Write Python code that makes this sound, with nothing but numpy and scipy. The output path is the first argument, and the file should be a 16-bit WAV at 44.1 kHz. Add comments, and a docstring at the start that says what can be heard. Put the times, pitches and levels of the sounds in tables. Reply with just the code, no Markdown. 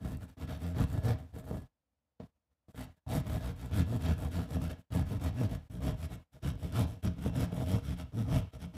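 """A jab saw cuts a hole in a plasterboard wall indoors, in short quick strokes with pauses.
Each tooth bite thumps the hollow board, rings its modes and crushes gypsum into a gritty hiss.
Teeth snag and tick; the board changes colour as the disc is cut free.
A noise gate turns down the room's echo and air whenever the saw rests."""
import sys
import numpy as np
from scipy import signal
from scipy.io import wavfile
from scipy.ndimage import uniform_filter1d

SR = 44100
rng = np.random.default_rng(int(sys.argv[2]) if len(sys.argv) > 2 else 0)


def put_to_file(sound):
    """Save the sound as 16-bit audio at rate SR, in the file named by the first command-line argument."""
    columns = np.atleast_2d(sound).T  # one column per channel
    safe = np.clip(columns, -1, 1)
    whole_steps = np.round(safe * 32767)
    wavfile.write(sys.argv[1], SR, whole_steps.astype(np.int16))


N = 386745

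# Blade strokes: start_s, length_s, grit_db, growth_db, fizz_re_rasp_db, tooth_hz, evenness_0_to_1,
# hardest_after_s, ease_db_per_s, push_db, knock_re_push_db, ring_re_push_db
STROKES = [(0.009, 0.15, -60, 2, 0.5, 83.45, 0.17, 0.062, 86, -38, 0.5, -11),
           (0.196, 0.06, -66.0, 4.0, 2, 98, 0.49, 0.036, 280, -45.5, -3.5, -7.5),
           (0.278, 0.087, -78, -19, -0.5, 77.9, 0.6, 0.012, 297, -49.5, -5, -11),
           (0.372, 0.087, -60, 3, -1.5, 77.2, 0.73, 0.059, 200, -41.5, -1.5, -7),
           (0.472, 0.12, -57.5, -5.5, -2, 74.94, 0.33, 0.044, 137, -37, -2.5, -7),
           (0.592, 0.16, -61.5, -6, 1, 90.37, 0.93, 0.056, 89, -36.5, -1.5, -10.5),
           (0.744, 0.11, -56, 5, 1, 117, 0.33, 0.072, 195, -26.5, -4.5, -12.5),
           (0.863, 0.17, -66.5, -4.0, 5.5, 87.7, 0.24, 0.12, 300, -34, -5.5, -14),
           (1.024, 0.12, -56.5, -1, 2, 116.8, 0.68, 0.076, 217, -26.5, -5.5, -11.5),
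           (1.174, 0.12, -78.5, -24.0, 0, 80.13, 0.41, 0.01, 140, -45, -5.5, -9.5),
           (1.327, 0.095, -66, 3.5, 5, 84.45, 0.19, 0.053, 120, -42.5, -3.5, -9),
           (1.434, 0.21, -68.5, -5, 7, 83.7, 0, 0.11, 162, -38.5, -3.5, -9),
           (2.193, 0.068, -73, -9, -16.0, 115.7, 0.19, 0.01, 181, -54, 9.5, 0.5),
           (2.679, 0.067, -79, 3, 7, 144.2, 0.08, 0.011, 402, -55.5, 1.5, -6),
           (2.739, 0.12, -57, 5.0, -0.8, 61.95, 0.81, 0.071, 133, -43, -2, -6),
           (2.961, 0.02, -67.5, -3, -2, 64.1, 0.67, 0.009, 402, -66, 3.5, 0),
           (3.076, 0.14, -52.0, 3, 3, 137, 0.46, 0.091, 221, -29.5, -3, -8),
           (3.238, 0.16, -57.0, 4, 3.5, 115.6, 0.28, 0.13, 300, -32.5, -3.5, -10),
           (3.393, 0.14, -56, -2.5, -1, 59.95, 0.64, 0.095, 217, -33.5, -6.5, -10.5),
           (3.555, 0.15, -62.5, -2, 1, 60.32, 0.95, 0.1, 262, -39, -5.5, -11),
           (3.709, 0.13, -52, 0.5, 0.0, 108.4, 0.75, 0.085, 160, -27, -4, -13.5),
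           (3.85, 0.15, -66.5, 1, 8, 120.9, 0.95, 0.11, 360, -30.5, -2, -13),
           (3.995, 0.16, -53.0, -1.5, -1.5, 86, 0.63, 0.11, 184, -32, -2, -8.5),
           (4.149, 0.15, -63.5, 3.0, 6, 85.2, 0.39, 0.12, 300, -34.5, -4.5, -10),
           (4.304, 0.17, -55.5, -5, 1, 84.0, 0.51, 0.092, 148, -32, -2, -11.5),
           (4.475, 0.12, -60.5, 0, 2.0, 76.8, 0.31, 0.098, 320, -35.5, -3, -9),
           (4.594, 0.099, -60, 2.0, 2, 84.7, 0.63, 0.027, 102, -35.5, -0.5, -9),
           (4.692, 0.056, -59.5, -10.0, -3, 59.7, 0.29, 0.019, 222, -41.5, -7, -4),
           (4.778, 0.049, -78.5, -10, 4.5, 106.7, 0.38, 0.01, 402, -54.5, 1, -4.5),
           (4.912, 0.12, -55.5, -2, 3, 84.46, 0.45, 0.079, 203, -30, -2.5, -11),
           (5.053, 0.13, -63.0, 2, 4.5, 99.0, 0.28, 0.09, 220, -32.5, -4, -14),
           (5.191, 0.11, -54.0, 7, -1.0, 79.87, 0.76, 0.069, 137, -33.5, -4, -8.5),
           (5.338, 0.14, -62.5, 3, 3.5, 119.4, 0.95, 0.11, 320, -29, -3, -14),
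           (5.477, 0.089, -64, 10, 3.5, 61.2, 0.77, 0.042, 183, -34, -3.5, -11),
           (5.698, 0.099, -70, -1.0, 5.0, 59.74, 0.66, 0.066, 200, -38.5, -2.5, -14.5),
           (5.802, 0.12, -55.5, 4.5, 2, 75.46, 0.59, 0.087, 156, -32.5, -2.5, -8),
           (5.961, 0.11, -62.5, 7, 5.5, 86, 0.7, 0.092, 404, -37.5, -5, -12.5),
           (6.087, 0.074, -58.5, 4.5, 1, 62.5, 0.84, 0.03, 150, -40.5, -2.5, -9),
           (6.318, 0.085, -73.5, -14.5, 1.0, 77.9, 0.71, 0.034, 225, -53, -4, -8),
           (6.423, 0.097, -54, 0, 0.5, 76.03, 0.79, 0.039, 116, -31, -3.5, -12.5),
           (6.576, 0.14, -64.5, 1.0, 4, 71.07, 0.33, 0.09, 160, -39, -2, -11.5),
           (6.718, 0.13, -50.5, 5.0, 1.5, 117.0, 0.77, 0.074, 85, -28.5, -2, -10),
           (6.864, 0.12, -66.5, -11, 3, 109, 0.63, 0.018, 124, -39.5, -6, -11),
           (7.025, 0.06, -54.5, 1, -1.5, 117.6, 0.46, 0.034, 180, -29.5, -1.5, -14.5),
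           (7.166, 0.13, -60.5, 9, 2.5, 77.1, 0.5, 0.12, 140, -36.5, 2.5, -9.5),
           (7.32, 0.14, -52, 10.5, 0.2, 118, 0.44, 0.11, 235, -32.5, 1.5, -7),
           (7.51, 0.16, -59.0, -0.5, 2.5, 112.9, 0.34, 0.11, 160, -34.5, -1, -8),
           (7.656, 0.16, -58.0, -5.5, 3.8, 117.4, 0.82, 0.088, 138, -28, -2, -12),
           (7.811, 0.14, -59.5, 5.5, 1, 81.65, 0.71, 0.12, 360, -36, -0.5, -14.5),
           (7.964, 0.073, -58, -2, 0.0, 87.14, 0.72, 0.04, 195, -39, -3.5, -9.5),
           (8.13, 0.12, -70, 5, 9.5, 118, 0.69, 0.077, 218, -31, 0, -14.5),
           (8.255, 0.15, -54, 12, -0.5, 147.8, 0.55, 0.11, 182, -29, -1.5, -10.5),
           (8.519, 0.061, -63.5, -5.0, -2.5, 62.5, 0.62, 0.03, 232, -42.5, -12, -12),
           (8.588, 0.075, -60.5, 5.5, -2.0, 82.2, 0.64, 0.045, 180, -45, 2.5, -6.5),
           (8.732, 0.041, -63.5, 10, -3, 82.1, 0.31, 0.023, 20, -44.5, -1, -9)]
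# Coarse gypsum crumbs: freq_hz, density_db
RASP_SPECTRUM = [(820, -22.5), (1400, -5), (1900, -7), (3250, -11), (4060, -14), (5500, -15.5),
                 (7150, -22.5), (12100, -120)]
# Fine gypsum dust: freq_hz, density_db
FIZZ_SPECTRUM = [(2650, -44), (4500, -5.5), (5420, -8.5), (6910, 0), (13300, 2), (15500, -3.5)]


def saw(drag_db=-30):
    """Uneven tooth bites and the crumbling between them drive board, gypsum and blade."""
    # Board bowing between the studs: freq_hz, density_db
    thump_spectrum = [(15, -64), (30, -29), (45, -2), (70, -2.5), (120, -5.5), (150, -8.5), (200, -19.5),
                      (400, -61)]
    # Hollow behind the board: freq_hz, density_db
    knock_spectrum = [(60, -50), (120, -14), (160, 2), (230, -1), (285, -2.5), (330, -14.5), (420, -19),
                      (800, -73.5)]
    # Slope under the modes: freq_hz, density_db
    ring_spectrum = [(150, -24), (250, 4), (401, -12), (450, -15), (620, -10), (897, -12.5), (2400, -43),
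                     (3120, -63), (5280, -120)]
    push, knock, ring = hand_pressure()
    rasp, fizz, tooth_hz, evenness = blade_motion()
    jitter = 1 + .25 * (1 - evenness) * wobble(.004) + .06 * wobble(.03)
    teeth_passed = np.cumsum(tooth_hz * jitter) / SR
    tooth = np.floor(np.maximum.accumulate(teeth_passed)).astype(int)
    scatter = np.clip(rng.standard_normal(N // 50), -2, 2)
    bite_size = gain_of(3 * (1.2 - evenness) * scatter[tooth])
    onsets = np.diff(tooth, prepend=0) > 0
    bites = unit_rms(onsets * bite_size * np.sqrt(SR / tooth_hz))  # same power at any speed
    crumble = unit_rms(np.sqrt(bite_size) * (1.1 + np.exp(-(teeth_passed % 1) / .25)))  # peaks at a bite
    jolts = np.sqrt(evenness * (2 - evenness)) * bites
    jolts += np.sqrt(1 - evenness) * 0.92 * crumble * rng.standard_normal(N)
    ringing = ring * (0.51 * bites + 0.98 * crumble * rng.standard_normal(N))
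    rasp = rasp + gain_of(drag_db) * push  # the blade still drags as it reverses
    coarse = rasp * crumble * gain_of(wobble(0.031)) * crumbs(spread_db=1.2, rate_hz=7000)
    dust = crumbs(spread_db=2.2, rate_hz=12000)
    fine = fizz * crumble * gain_of(-4 + 2 * wobble(0.0047)) * dust
    lows = board(push * jolts, thump_spectrum) + board(knock * jolts, knock_spectrum)
    highs = board(ringing, ring_spectrum) + board(coarse, RASP_SPECTRUM) + board(fine, FIZZ_SPECTRUM)
    return lows + moving_bite(highs)


def hand_pressure(lean_share=0.14, rise_db=12.5, rise_bend=1.63, release_db_per_s=1500):
    """Pressure climbs to each stroke's hardest moment, eases off and dies at a rest."""
    # The hand lets go until the next stroke: time_s
    rests = [.338, 1.652, 2.258, 2.705, 2.908, 2.978, 4.81, 5.66, 6.215, 6.395, 6.99, 8.095, 8.49]
    time_s = np.arange(N) / SR
    push, knock, ring = np.zeros((3, N))
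    for start_s, *_, hardest_s, ease_db_per_s, push_db, knock_db, ring_db in STROKES:
        lean_s = lean_share * hardest_s  # pressure leads the stroke
        at = max(round((start_s - lean_s) * SR), 0)
        span = slice(at, at + SR)
        age_s = time_s[span] - start_s + lean_s
        peak_s = max(hardest_s, .003) + lean_s
        release_s = min([s for s in rests if s > start_s + .01] + [N / SR]) - start_s + lean_s
        shape_db = (-rise_db * np.clip(1 - age_s / peak_s, 0, 1) ** rise_bend
                    - ease_db_per_s * np.maximum(age_s - peak_s, 0)
                    - release_db_per_s * np.maximum(age_s - release_s, 0))
        push[span] = gain_of(push_db + shape_db)
        knock[span] = gain_of(push_db + knock_db + 1.41 * shape_db)  # knock and ring swing more steeply
        ring[span] = gain_of(push_db + ring_db + 1.375 * shape_db)
    return uniform_filter1d([push, knock, ring], size=300)


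def blade_motion(lead_s=.004, slowing=.35, initial_hz=70.):
    """Rasp and fizz swell with blade speed; the teeth come slower near each reversal."""
    rasp, fizz = np.zeros((2, N))
    tooth_hz, evenness = np.full(N, initial_hz), np.full(N, .3)
    for start_s, length_s, grit_db, growth_db, fizz_db, peak_hz, stroke_evenness, *_ in STROKES:
        at = max(round((start_s - lead_s) * SR), 0)
        progress = np.linspace(0, 1, round((length_s + 2 * lead_s) * SR))[:N - at]
        span = slice(at, at + len(progress))
        swell = abs(np.sin(np.pi * progress)) * gain_of(grit_db + 2 * growth_db * (progress - .5))
        rasp[span] += swell
        fizz[span] += swell * gain_of(fizz_db)
        tooth_hz[at:] = peak_hz * (1 - slowing)
        tooth_hz[span] = peak_hz * (1 - slowing * (2 * progress - 1) ** 2)
        evenness[at:] = stroke_evenness
    return rasp, fizz, uniform_filter1d(tooth_hz, size=600), uniform_filter1d(evenness, size=600)


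def crumbs(spread_db, rate_hz):
    """Crushed gypsum: dense clicks of uneven size, rms 1."""
    size = gain_of(spread_db * np.minimum(rng.exponential(1, N), 4))
    return unit_rms(size * rng.standard_normal(N) * (rng.random(N) < rate_hz / SR))


def board(drive, spectrum):
    """Board and blade resonate; their modes change as the disc is cut free."""
    # Modes above the slope: freq_hz, width_hz, early_db, late_db
    modes = [(82.9, 21, 5, -5.5), (116.6, 51, 6.5, 7.5), (177, 15, -4.5, 11.5), (467.2, 18.6, 16.5, 18),
             (636, 59, 9, 10.5), (745, 42, 4, -7), (1027, 12, 7.5, 3), (1305, 200, 4, 7.5),
             (1697, 28, 11, -1.5), (1950, 160, -4.5, -4.5), (2235, 39, 3, 7), (2694, 16, 4.5, 10.5),
             (3230, 710, -6.5, 5.5), (3310, 220, -0.5, 7), (3750, 250, 4, 4.5), (4510, 58, 8, -8.5),
             (5560, 800, -8, 7), (7890, 830, 4, 7), (10600, 2200, -1, 6.5), (13500, 820, 2, -3)]
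    # Progress of the cut: time_s, late_share
    freed = [(0, 0.1), (2.5, 0), (4.001, 0.37), (5.501, 0.53), (6.5, 0.75), (7.2, 0.88), (8.77, 0.99)]
    late_share = np.interp(np.arange(N) / SR, *np.transpose(freed))
    early = impulse_response(spectrum, [(hz, width_hz, db) for hz, width_hz, db, _ in modes])
    late = impulse_response(spectrum, [(hz, width_hz, db) for hz, width_hz, _, db in modes])
    early_sound = signal.oaconvolve(drive * (1 - late_share), early)
    return (early_sound + signal.oaconvolve(drive * late_share, late))[:N]


def moving_bite(sound, depth_db=1.37):
    """The biting point moves, so patches of the spectrum come and go."""
    bands = signal.stft(sound, nperseg=512)[2]
    patches = uniform_filter1d(rng.standard_normal(bands.shape), size=4, axis=0)
    patches = unit_rms(uniform_filter1d(patches, size=14, axis=1))
    return signal.istft(bands * gain_of(depth_db * patches), nperseg=512)[1][:N]


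def snags(jolt_gain=0.72, tick_gain=0.74):
    """Snagging teeth jolt the board with a crack of grit; catching tips only tick."""
    # Snagging teeth: start_s, level_db, treble_re_level_db
    snag_events = [(0.385, -52, -23), (0.496, -34, -22), (0.766, -30.5, -34.5), (1.362, -31, -25),
                   (1.51, -22, -33.5), (2.2, -30, -28), (2.682, -45, -21), (2.744, -40, -29),
                   (3.924, -26.5, -37), (4.063, -30, -25), (4.948, -26, -25), (5.108, -28.5, -29),
                   (5.412, -21, -41), (6.445, -48, -15), (7.034, -44, -42), (7.26, -17.5, -31),
                   (7.526, -24, -29), (7.602, -40, -27), (8.165, -60, -39), (8.532, -46, -23)]
    # Catching tooth tips: start_s, level_db
    tick_events = [(0.1715, -47), (0.8025, -42), (3.1508, -44), (4.0228, -46), (4.6196, -44), (4.7143, -45),
                   (5.2401, -40.5), (6.724, -42.5), (6.795, -35), (7.0516, -37)]
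    # One hard jolt on the board: freq_hz, density_db
    jolt_spectrum = [(30, -30.5), (90, -5.5), (200, 2), (330, -8), (700, -16.5), (2000, -42), (5000, -49),
                     (15000, -72.5)]
    jolts = np.zeros(N)
    for start_s, level_db, _ in snag_events:
        jolts[round((start_s + .002) * SR)] = -gain_of(level_db)  # thump sounds 2 ms after the crack
    jolts *= jolt_gain / abs(impulse_response(jolt_spectrum)).max()
    crack_events = [(start_s, level_db + treble_db) for start_s, level_db, treble_db in snag_events]
    cracks = board(bursts(crack_events, decay_s=0.0018), RASP_SPECTRUM)
    ticks = board(bursts(tick_events, decay_s=0.00097), FIZZ_SPECTRUM)
    return board(jolts, jolt_spectrum) + cracks + tick_gain * ticks


def bursts(events, decay_s):
    """A dying noise burst for each (start_s, level_db)."""
    track, age_s = np.zeros(N), np.arange(400) / SR
    for start_s, level_db in events:
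        burst = gain_of(level_db) * np.exp(-age_s / decay_s) * rng.standard_normal(len(age_s))
        track[round(start_s * SR):][:len(burst)] += burst
    return track


def room_echo(sound):
    """Sparse reflections of random sign, each band dying at its own rate."""
    # Room decay: freq_hz, t60_s
    decay = [(60, 0.16), (500, 0.25), (3000, 0.44), (12000, 0.05)]
    taps = np.zeros(SR // 2)
    slots = np.arange(300, SR // 2 - 20, 20)
    taps[slots + rng.integers(0, 20, len(slots))] = rng.choice([-1., 1.], len(slots))
    hz, age_s, bands = signal.stft(taps, SR, nperseg=256)
    fade = gain_of(-60 * age_s / log_interp(decay, hz)[:, None])
    tail = signal.istft(bands * fade, SR, nperseg=256)[1]
    return signal.fftconvolve(sound, tail / np.linalg.norm(tail))[:N]


def room_air():
    """Steady low noise of the quiet room."""
    # Room air: freq_hz, density_db
    air_spectrum = [(18, -53.5), (42, -9.5), (64, 10), (123, -7), (277, -6.5), (410, -22), (467, -9),
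                    (2130, -24.5), (15500, -34.5)]
    return signal.oaconvolve(rng.standard_normal(N), impulse_response(air_spectrum))[:N]


def noise_gate(sound, threshold_db=-57, slope=2.2, depth_db=20):
    """Turns quiet moments down, opening at once and closing a little late."""
    power = uniform_filter1d(sound[0] ** 2, size=1000, origin=380)
    power_db = 10 * np.log10(abs(power) + 1e-12)
    cut_db = np.clip(slope * (threshold_db - power_db), 0, depth_db)
    return sound / gain_of(uniform_filter1d(cut_db, size=160))


def impulse_response(spectrum, modes=()):
    """Minimum-phase response of energy 1: a slope plus resonant humps."""
    hz = abs(np.fft.fftfreq(16384, 1 / SR))
    humps = sum(gain_of(db) ** 2 / (1 + (2 * (hz - mode_hz) / width_hz) ** 2)
                for mode_hz, width_hz, db in modes)
    gain = gain_of(log_interp(spectrum, hz)) * np.sqrt(1 + humps)
    log_gain = np.log(np.maximum(gain, 1e-5))
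    phase_rad = -signal.hilbert(log_gain).imag
    taps = np.fft.ifft(np.exp(log_gain + 1j * phase_rad)).real[:6000]
    return taps / np.linalg.norm(taps)


def wobble(time_constant_s):
    """Smooth random drift, rms 1."""
    pole = np.exp(-1 / (time_constant_s * SR))
    return unit_rms(signal.lfilter([1], [1, -pole], rng.standard_normal(N)))


def log_interp(table, hz):
    """Reads a table on a log-frequency axis."""
    table_hz, values = np.transpose(table)
    return np.interp(np.log(hz + 1), np.log(table_hz + 1), values)


def gain_of(db):
    """Decibels to an amplitude factor."""
    return 10 ** (np.asarray(db) / 20)


def unit_rms(x):
    """Scales to rms 1."""
    return x / np.sqrt(np.mean(x ** 2) + 1e-20)


def scene(echo_db=-14, air_db=-67):
    """Saw in the wall, its echo and the room air; mono."""
    wall = saw() + snags()
    air = gain_of(air_db) * room_air()
    return (wall + gain_of(echo_db) * room_echo(wall) + air)[None]


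def record(dry, cutoff_hz=15600):
    """Noise gate, then a steep low-pass."""
    lowpass = signal.firwin(511, cutoff_hz, window=("kaiser", 9), fs=SR)
    return signal.oaconvolve(noise_gate(dry), lowpass[None], "same")


dry = scene()
out = record(dry)
put_to_file(out)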